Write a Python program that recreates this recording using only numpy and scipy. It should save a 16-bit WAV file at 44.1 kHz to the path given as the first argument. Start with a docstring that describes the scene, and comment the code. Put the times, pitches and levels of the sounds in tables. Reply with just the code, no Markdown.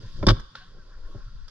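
"""Autumn woodland: one paintball shot, heard by a small camera held against the marker (the gun).
The trigger clicks and the bolt clacks to and fro; the marker shudders and the camera housing rings.
The trees echo the clatter, then the ball smacks a far, hollow target. Underneath, leaves hiss, the
hands make a slow rumble, and a few faint tones drift in from afar."""
import sys
import numpy as np
from scipy import signal
from scipy.fft import rfft, irfft, next_fast_len
from scipy.io import wavfile
from scipy.ndimage import uniform_filter1d

SR = 44100
rng = np.random.default_rng(int(sys.argv[2]) if len(sys.argv) > 2 else 0)


def transcribe(signal):
    """Save signal, clipped to [-1, 1], as a 16-bit WAV file at the path in sys.argv[1]."""
    frames = np.atleast_2d(signal).T
    limited = np.clip(frames, -1, 1)
    pcm = np.round(limited * 32767).astype(np.int16)
    wavfile.write(sys.argv[1], SR, pcm)


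N = 66150  # 1.5 seconds

# Trigger clicks, bolt clacks and small ticks. A decay is the time taken to fade by 60 dB.
# (time [s], rattle [dB], rattle decay [s], knock [dB], ring [dB], ping [dB], crack [dB],
# left over right [dB])
CLACK_HITS = [(0.2276, -38.5, 0.032, -16.5, -27, -41, -93, -5), (0.237, -56, 0.02, -35, -33, -69, -98, 13),
              (0.2673, -17, 0.039, -4.5, -18.5, -16.5, -37.5, -3.5),
              (0.28, -30, 0.057, -40, -20.5, -49, -61, 6.5),
              (.2855, -15, 0.031, -27.5, -12.5, -22, -73, -10),
              (0.2897, -17.5, 0.031, -11, -14, -29, -72, 4),
              (.298, -22.5, 0.027, -11.5, -22.5, -33.5, -44, 11.5),
              (0.3044, -14, 0.018, -15, -15.5, -27, -67, -1),
              (0.3122, -33, 0.04, -19, -31.5, -40.5, -48.5, 6),
              (0.367, -40.5, 0.018, -39, -42, -56, -89, -2), (0.397, -40, 0.047, -50, -43.5, -66, -61, -5),
              (1.48, -47.5, 0.11, -70, -51, -55, -65, -5.5)]
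# Soft bumps on the marker's body: (time [s], level [dB], brightness [dB per octave])
BUMPS = [(1.1481, -38.5, 4.5), (1.158, -44, -8)]
# Shakes of the marker: (start [s], rise [s], hold [s], fall [s], sway [dB], hum [dB])
SHAKES = [(0.033, 0.0049, 0.015, 0.016, -57, -36), (0.21, 0.01, 0.019, 0.02, -28.5, -27),
          (0.266, 0.032, 0.021, 0.033, -13.5, -14.5), (0.384, 0.0075, 0.013, 0.018, -35, -46.5),
          (1.15, 0.0024, 0.0065, 0.023, -64, -37), (1.256, 0.013, 0.014, 0.016, -44, -42.5),
          (1.35, 0.0054, 0.01, 0.012, -55, -49.5)]
# The notes each part rings with when struck: (pitch [Hz], level [dB], decay [s])
BODY_NOTES = [(81.6, -1, 0.058), (193, 1.5, 0.053), (316.6, -3, 0.053), (362.4, -6, 0.056),
              (452.7, -12, 0.054), (542.2, -7, 0.051), (588, -20.5, 0.052), (802, -13, 0.018)]
HOUSING_NOTES = [(956, -1, 0.015), (1042, 2, 0.032), (1153, -1, 0.014), (1301, 0, 0.026),
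                 (1514, -0.5, 0.018), (1770, -2.5, 0.015), (2170, -8.5, 0.024)]
HIGH_HOUSING_NOTES = [(3528, 1, 0.028), (3740, -8.5, 0.051), (4400, -3.5, 0.021), (5098, 4.5, 0.02)]
TARGET_NOTES = [(511, -19, 0.06), (900, -9, 0.027), (1390, 2, 0.014), (1720, 4, 0.012)]
# The tone colour of each noise in the shot: (frequency [Hz], relative level [dB])
RATTLE_COLOUR = [(700, -42), (1100, -9.5), (1700, -1.5), (2450, -23), (3100, -9), (3500, -2.5), (4100, -9),
                 (5000, -3.5), (5450, -12.5), (6400, -17.5), (7300, -26.5), (8200, -40.5), (11000, -38),
                 (15800, -59)]
CRACK_COLOUR = [(5000, -53), (7500, -5), (12000, -12.5), (15800, -42)]
SMACK_COLOUR = [(470, -47), (800, -55), (1390, 6), (1810, -43), (2350, -16), (4230, -1), (4820, -8),
                (5180, -6), (7250, -36), (12000, -47), (14000, -87)]
ECHO_COLOUR = [(350, -50), (700, -13), (950, -25), (1100, 3.5), (1250, -14), (1500, 3.5), (2300, -14.5),
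               (3300, -2), (4100, -5), (4800, -8), (8200, -36), (12000, -51), (15600, -73)]
# How long the trees echo: (frequency [Hz], decay [s])
TREE_DECAYS = [(300, .3), (1500, 0.7), (2500, 0.27), (3400, 0.8), (4300, .42), (5000, 0.42), (12000, 0.19)]
# The tone colour of each background noise: (frequency [Hz], relative level [dB])
HIGH_HISS_COLOUR = [(1300, -48), (2200, -15.5), (2700, -9), (3050, -5), (3350, 0), (3750, -2), (4150, -4),
                    (4800, 3), (5400, -5), (6800, -13.5), (8600, -28), (10900, -33.5), (14000, -70),
                    (15800, -69)]
LOW_HISS_COLOUR = [(470, -74), (800, -22.5), (1100, -3), (1240, -16), (1340, -3), (1560, -8.5),
                   (1690, -11.5), (1850, -13), (2010, -21), (2300, -26.5), (2990, -34), (5060, -120)]
MURMUR_COLOUR = [(140, -36), (230, -5.5), (366, 0.5), (435, -3.5), (550, 0), (684, -12.5), (740, -19.5),
                 (800, -9.5), (1040, -44), (1760, -120)]
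THRUM_COLOUR = [(35, -37), (60, -22.5), (124, -14), (193, -19), (240, -24), (310, -36.5), (530, -120)]
RUMBLE_COLOUR = [(4.7, -19), (8.0, -4.5), (16, 11), (27, 1), (65, -14), (84, -45), (140, -120)]
# Level of the background hiss, in groups of rows: (time [s], high hiss [dB], low hiss [dB])
HISS_LEVELS = [
    [(0.0, -57, -58.5), (0.2, -55.5, -60)],
    [(0.5, -63, -69), (0.558, -62, -62.5), (0.74, -64.5, -63.5), (1.018, -64, -61.5), (1.202, -62, -61),
     (1.47, -64.5, -66)],
]
# Loudness of the low noises, in groups of rows: (time [s], murmur [dB], thrum [dB], rumble [dB])
HANDLING_LEVELS = [
    [(0.0, -64.5, -37.5, -38), (0.024, -55, -57.5, -45.5), (0.068, -63, -50.5, -34),
     (0.124, -67.5, -58, -38.5), (0.144, -70, -47, -34), (0.21, -46, -41.5, -30.5)],
    [(0.37, -51, -39, -35.5), (0.482, -67.5, -74, -36), (0.512, -75, -63, -72), (0.572, -68, -57.5, -71),
     (0.584, -67.5, -60, -41.5), (0.654, -65.5, -63.5, -59), (0.69, -67.5, -54.5, -46),
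     (0.9, -60.5, -63, -45.5)],
    [(0.93, -64.5, -64, -42.5), (1.05, -62.5, -64.5, -36.5), (1.15, -61.5, -55.5, -41.5),
     (1.178, -57.5, -59, -32), (1.31, -71.5, -62.5, -41), (1.356, -70, -57, -30), (1.45, -73.5, -65, -34.5),
     (1.5, -65.5, -59, -57)],
]
# Far tones: (start [s], length [s], first pitch [Hz], last pitch [Hz], level [dB])
FAR_TONES = [(0.602, 0.05, 702, 775, -60.5), (.6, 0.043, 1510, 1610, -53),
             (0.778, 0.062, 1630, 1463, -57.5)]
# Brief rustles: (start [s], length [s], centre [Hz], width [octaves], level [dB])
RUSTLES = [(0.094, 0.075, 9800, .3, -80), (0.738, 0.052, 423, 0.78, -61), (1.028, 0.26, 1077, 0.064, -63.5),
           (1.05, 0.097, 10200, .3, -83)]
# How alike left and right sound, for most noises and close ones: (frequency [Hz], likeness [-1 to 1])
LIKENESS = [(60, 0.95), (180, 0.91), (550, 0.61), (1650, 1), (4970, 0.33), (15000, 0.05)]
CLOSE_LIKENESS = [(60, 0.91), (240, 0.0094), (950, 1), (3770, 0.86), (15000, -0.11)]
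# Which side is louder, for most noises and close ones: (frequency [Hz], left over right [dB])
BALANCE = [(60, 1), (150, -2.5), (380, 2), (950, -3), (2380, 6), (5980, -7), (15000, 31)]
CLOSE_BALANCE = [(60, -2), (150, 3), (380, 4), (950, -6), (2380, 12), (5980, -4), (15000, 8)]

TIME = np.arange(N) / SR  # [s]
LEFT_LAG_S = 0.000068  # the left microphone hears a little later


def clatter(knock_delay_s=0.00318):
    """Each blow makes a rattle, a crack, a ring and high ping of the camera housing, then a low knock."""
    rattle, crack, ringing, knocks = np.zeros((4, 2, N))
    for start, rattle_db, decay, knock_db, ring_db, ping_db, crack_db, left_db in CLACK_HITS:
        sides = gain([[left_db / 2], [-left_db / 2]])
        rattle += gain(rattle_db) * burst(start, rise_s=0.00077, decay_s=decay) * sides
        crack += gain(crack_db) * burst(start, rise_s=0.00075, decay_s=0.037)
        ringing += ring(start, ring_db, HOUSING_NOTES, rise_s=0.0016, detune=0.041) * sides
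        ringing += ring(start, ping_db, HIGH_HOUSING_NOTES, rise_s=0.0012, detune=0.0056) * sides
        knocks += ring(start + knock_delay_s, knock_db, BODY_NOTES, rise_s=0.0019, detune=0.035)
    knocks += soft_bumps()
    rattle *= noise(RATTLE_COLOUR, patchy_db=2.5, likeness=CLOSE_LIKENESS, balance=CLOSE_BALANCE)
    crack *= noise(CRACK_COLOUR, patchy_db=1, likeness=CLOSE_LIKENESS, balance=CLOSE_BALANCE)
    return rattle + crack + ringing, knocks


def soft_bumps():
    """A soft bump makes the marker's body ring with its low notes, tilted brighter or duller."""
    out = np.zeros((2, N))
    main_hz = BODY_NOTES[1][0]
    for start, db, brightness in BUMPS:
        notes = [(hz, level + brightness * np.log2(hz / main_hz), decay)
                 for hz, level, decay in BODY_NOTES]
        out += ring(start, db, notes, rise_s=0.0015, detune=0.03)
    return out


def shudder(sway_hz=36, hum_hz=110, sway_lag_s=0.0012):
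    """The marker sways and hums in the hands, which soon calm it."""
    out = np.zeros((2, N))
    for start, rise, hold, fall, sway_db, hum_db in SHAKES:
        t = TIME - start
        ramp = np.clip(np.minimum(t / rise, (rise + hold + fall - t) / fall), 0, 1)
        sway = gain(sway_db) * np.sin(2 * np.pi * sway_hz * (t - np.array([[sway_lag_s], [0]])))
        hum = gain(hum_db) * np.sin(2 * np.pi * hum_hz * t) * gain([[-0.6], [0.6]])
        out += np.sin(np.pi / 2 * ramp) * (sway + hum)
    return out


def tree_echoes(sound, delay_s=0.03):
    """The trees scatter a sound back; each frequency dies away at its own speed."""
    hz, t, spectrum = signal.stft(rng.standard_normal((2, SR // 2)), SR, nperseg=256)
    fade = gain(-60 * t / look_up(TREE_DECAYS, hz)[:, None])
    tail = signal.istft(spectrum * fade, SR, nperseg=256)[1]
    delayed = np.pad(sound, ((0, 0), (round(delay_s * SR), 0)))
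    return signal.fftconvolve(delayed, tail / np.linalg.norm(tail[0]), axes=1)[:, :N]


def ball_smack(start=0.5525, echo_hold_s=0.16, echo_fade_s=0.062):
    """The ball knocks on a far hollow target, bursts just after, and echoes among the trunks."""
    splash = burst(start + 0.0012, rise_s=0.0004, decay_s=0.028) * noise(SMACK_COLOUR, patchy_db=1)
    echo = burst(start, rise_s=0.0022, decay_s=0.43) * noise(ECHO_COLOUR, patchy_db=1.5)
    echo *= np.clip((start + echo_hold_s + echo_fade_s - TIME) / echo_fade_s, 0, 1)
    knock = ring(start, db=-30, notes=TARGET_NOTES, rise_s=0.001, detune=0.017)
    return knock + gain(-34) * splash + gain(-45) * echo


def leaf_hiss():
    """Leaves hiss in a high and a low band; the level heard dips after the shot and partly recovers."""
    high, low = loudness_curves(HISS_LEVELS)
    return high * noise(HIGH_HISS_COLOUR, patchy_db=1.5) + low * noise(LOW_HISS_COLOUR, patchy_db=2.5)


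def handling():
    """Holding the camera makes a slow rumble, with a low thrum and a murmur above it."""
    murmur, thrum, rumble = loudness_curves(HANDLING_LEVELS)
    return (murmur * noise(MURMUR_COLOUR, patchy_db=2.5)
            + thrum * noise(THRUM_COLOUR, patchy_db=1.5)
            + rumble * noise(RUMBLE_COLOUR, patchy_db=0.8))


def far_tones():
    """Faint, short tones slide up or down in the distance."""
    out = np.zeros(N)
    for start, length, first_hz, last_hz, db in FAR_TONES:
        progress = np.clip((TIME - start) / length, 0, 1)
        cycles = length * (first_hz * progress + (last_hz - first_hz) * progress ** 2 / 2)
        out += gain(db) * np.sin(np.pi * progress) * np.sin(2 * np.pi * cycles)
    return out


def rustles():
    """Bands of soft rustling swell and sink again."""
    out = np.zeros((2, N))
    for start, length, hz, width, db in RUSTLES:
        progress = np.clip((TIME - start) / length, 0, 1)
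        swell = np.sqrt(np.abs(np.sin(np.pi * progress)))
        band = [(hz * 2 ** (step * width), -9 * step ** 2) for step in range(-3, 4)]
        out += gain(db) * swell * noise(band, patchy_db=0)
    return out


def ring(start, db, notes, rise_s, detune):
    """A struck part rings briefly, a little differently each time and on each side."""
    t = np.arange(SR // 12) / SR
    heard_t = t - LEFT_LAG_S * np.array([[1], [0]])
    out, first = np.zeros((2, N + len(t))), round(start * SR)
    for hz, level, decay in notes:
        strength, pitch, skew = rng.standard_normal(3)
        spread = 0.29 * min(hz / 300, 1)  # [radians]; low notes stay more in step on the two sides
        phase = 2 * np.pi * hz * (1 + detune * pitch) * heard_t + spread * skew * np.array([[1], [-1]])
        loudness = gain(db + level + 2 * strength - 60 * t / decay) * (1 - np.exp(-t / rise_s))
        out[:, first:first + len(t)] += loudness * np.sin(phase)
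    return out[:, :N]


def burst(start, rise_s, decay_s):
    """The loudness of a blow: it rises quickly, then dies away."""
    t = np.maximum(TIME - start, 0)
    return (1 - np.exp(-t / rise_s)) ** 2 * gain(-60 * t / decay_s)


def noise(colour, patchy_db, likeness=LIKENESS, balance=BALANCE):
    """Stereo noise of strength 1 in a given tone colour, with random louder and softer patches."""
    def shared_and_opposite(hz):
        angle = np.arccos(np.clip(look_up(likeness, hz), -1, 1)) / 2
        return gain(look_up(colour, hz)) * [np.cos(angle), np.sin(angle)]

    def microphones(hz):
        lag = np.exp(1j * np.pi * hz * LEFT_LAG_S * [[-1], [1]])
        return gain(look_up(balance, hz) / 2 * [[1], [-1]]) * lag

    spectrum = signal.stft(rng.standard_normal((2, N)), nperseg=512)[2]
    patches = uniform_filter1d(rng.standard_normal(spectrum.shape[1:]), 6, axis=0)  # blur in frequency
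    patches = uniform_filter1d(patches, 10, axis=1)  # blur in time
    patchy = signal.istft(spectrum * gain(patchy_db * normalised(patches)), nperseg=512)[1][:, :N]
    shared, opposite = filtered(patchy, shared_and_opposite)
    return normalised(filtered(np.array([shared + opposite, shared - opposite]), microphones))


def filtered(sound, response):
    """Scale and delay each frequency of a sound as response(hz) says."""
    size = next_fast_len(N + SR // 2)
    hz = np.fft.rfftfreq(size, 1 / SR)
    return irfft(rfft(sound, size) * response(hz), size)[..., :N]


def loudness_curves(table):
    """Turn each dB column of a timed table into one gain per sample."""
    times, *columns = np.vstack(table).T
    return [gain(np.interp(TIME, times, db)) for db in columns]


def look_up(table, hz):
    """Read between the rows of a (frequency, value) table, with octaves about evenly spaced."""
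    frequencies, values = np.transpose(table)
    return np.interp(np.log(hz + 1), np.log(frequencies + 1), values)


def gain(db):
    """Turn decibels into a number to multiply by."""
    return 10 ** (np.asarray(db) / 20)


def normalised(x):
    """Scale to an average strength (root mean square) of 1."""
    return x / np.sqrt(np.mean(x ** 2) + 1e-20)


def scene():
    """Add up the marker, its echoes, the far hit and the background."""
    clacks, knocks = clatter()
    echoes = gain(-25.5) * tree_echoes(clacks + 0.36 * knocks)
    shot = clacks + knocks + shudder() + echoes + ball_smack()
    return shot + leaf_hiss() + handling() + far_tones() + rustles()


def record(dry, ceiling=0.95, knee=6, fade_in_s=0.004, bottom_hz=5, top_hz=15800):
    """The camera rounds off tall peaks and drops the slowest drift and the highest treble."""
    rounded = dry / (1 + np.abs(dry / ceiling) ** knee) ** (1 / knee)
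    fade_in = np.minimum(TIME / fade_in_s, 1)
    return filtered(rounded * fade_in, lambda hz: (hz < top_hz) * 1j * hz / (bottom_hz + 1j * hz))


dry = scene()
out = record(dry)
transcribe(out)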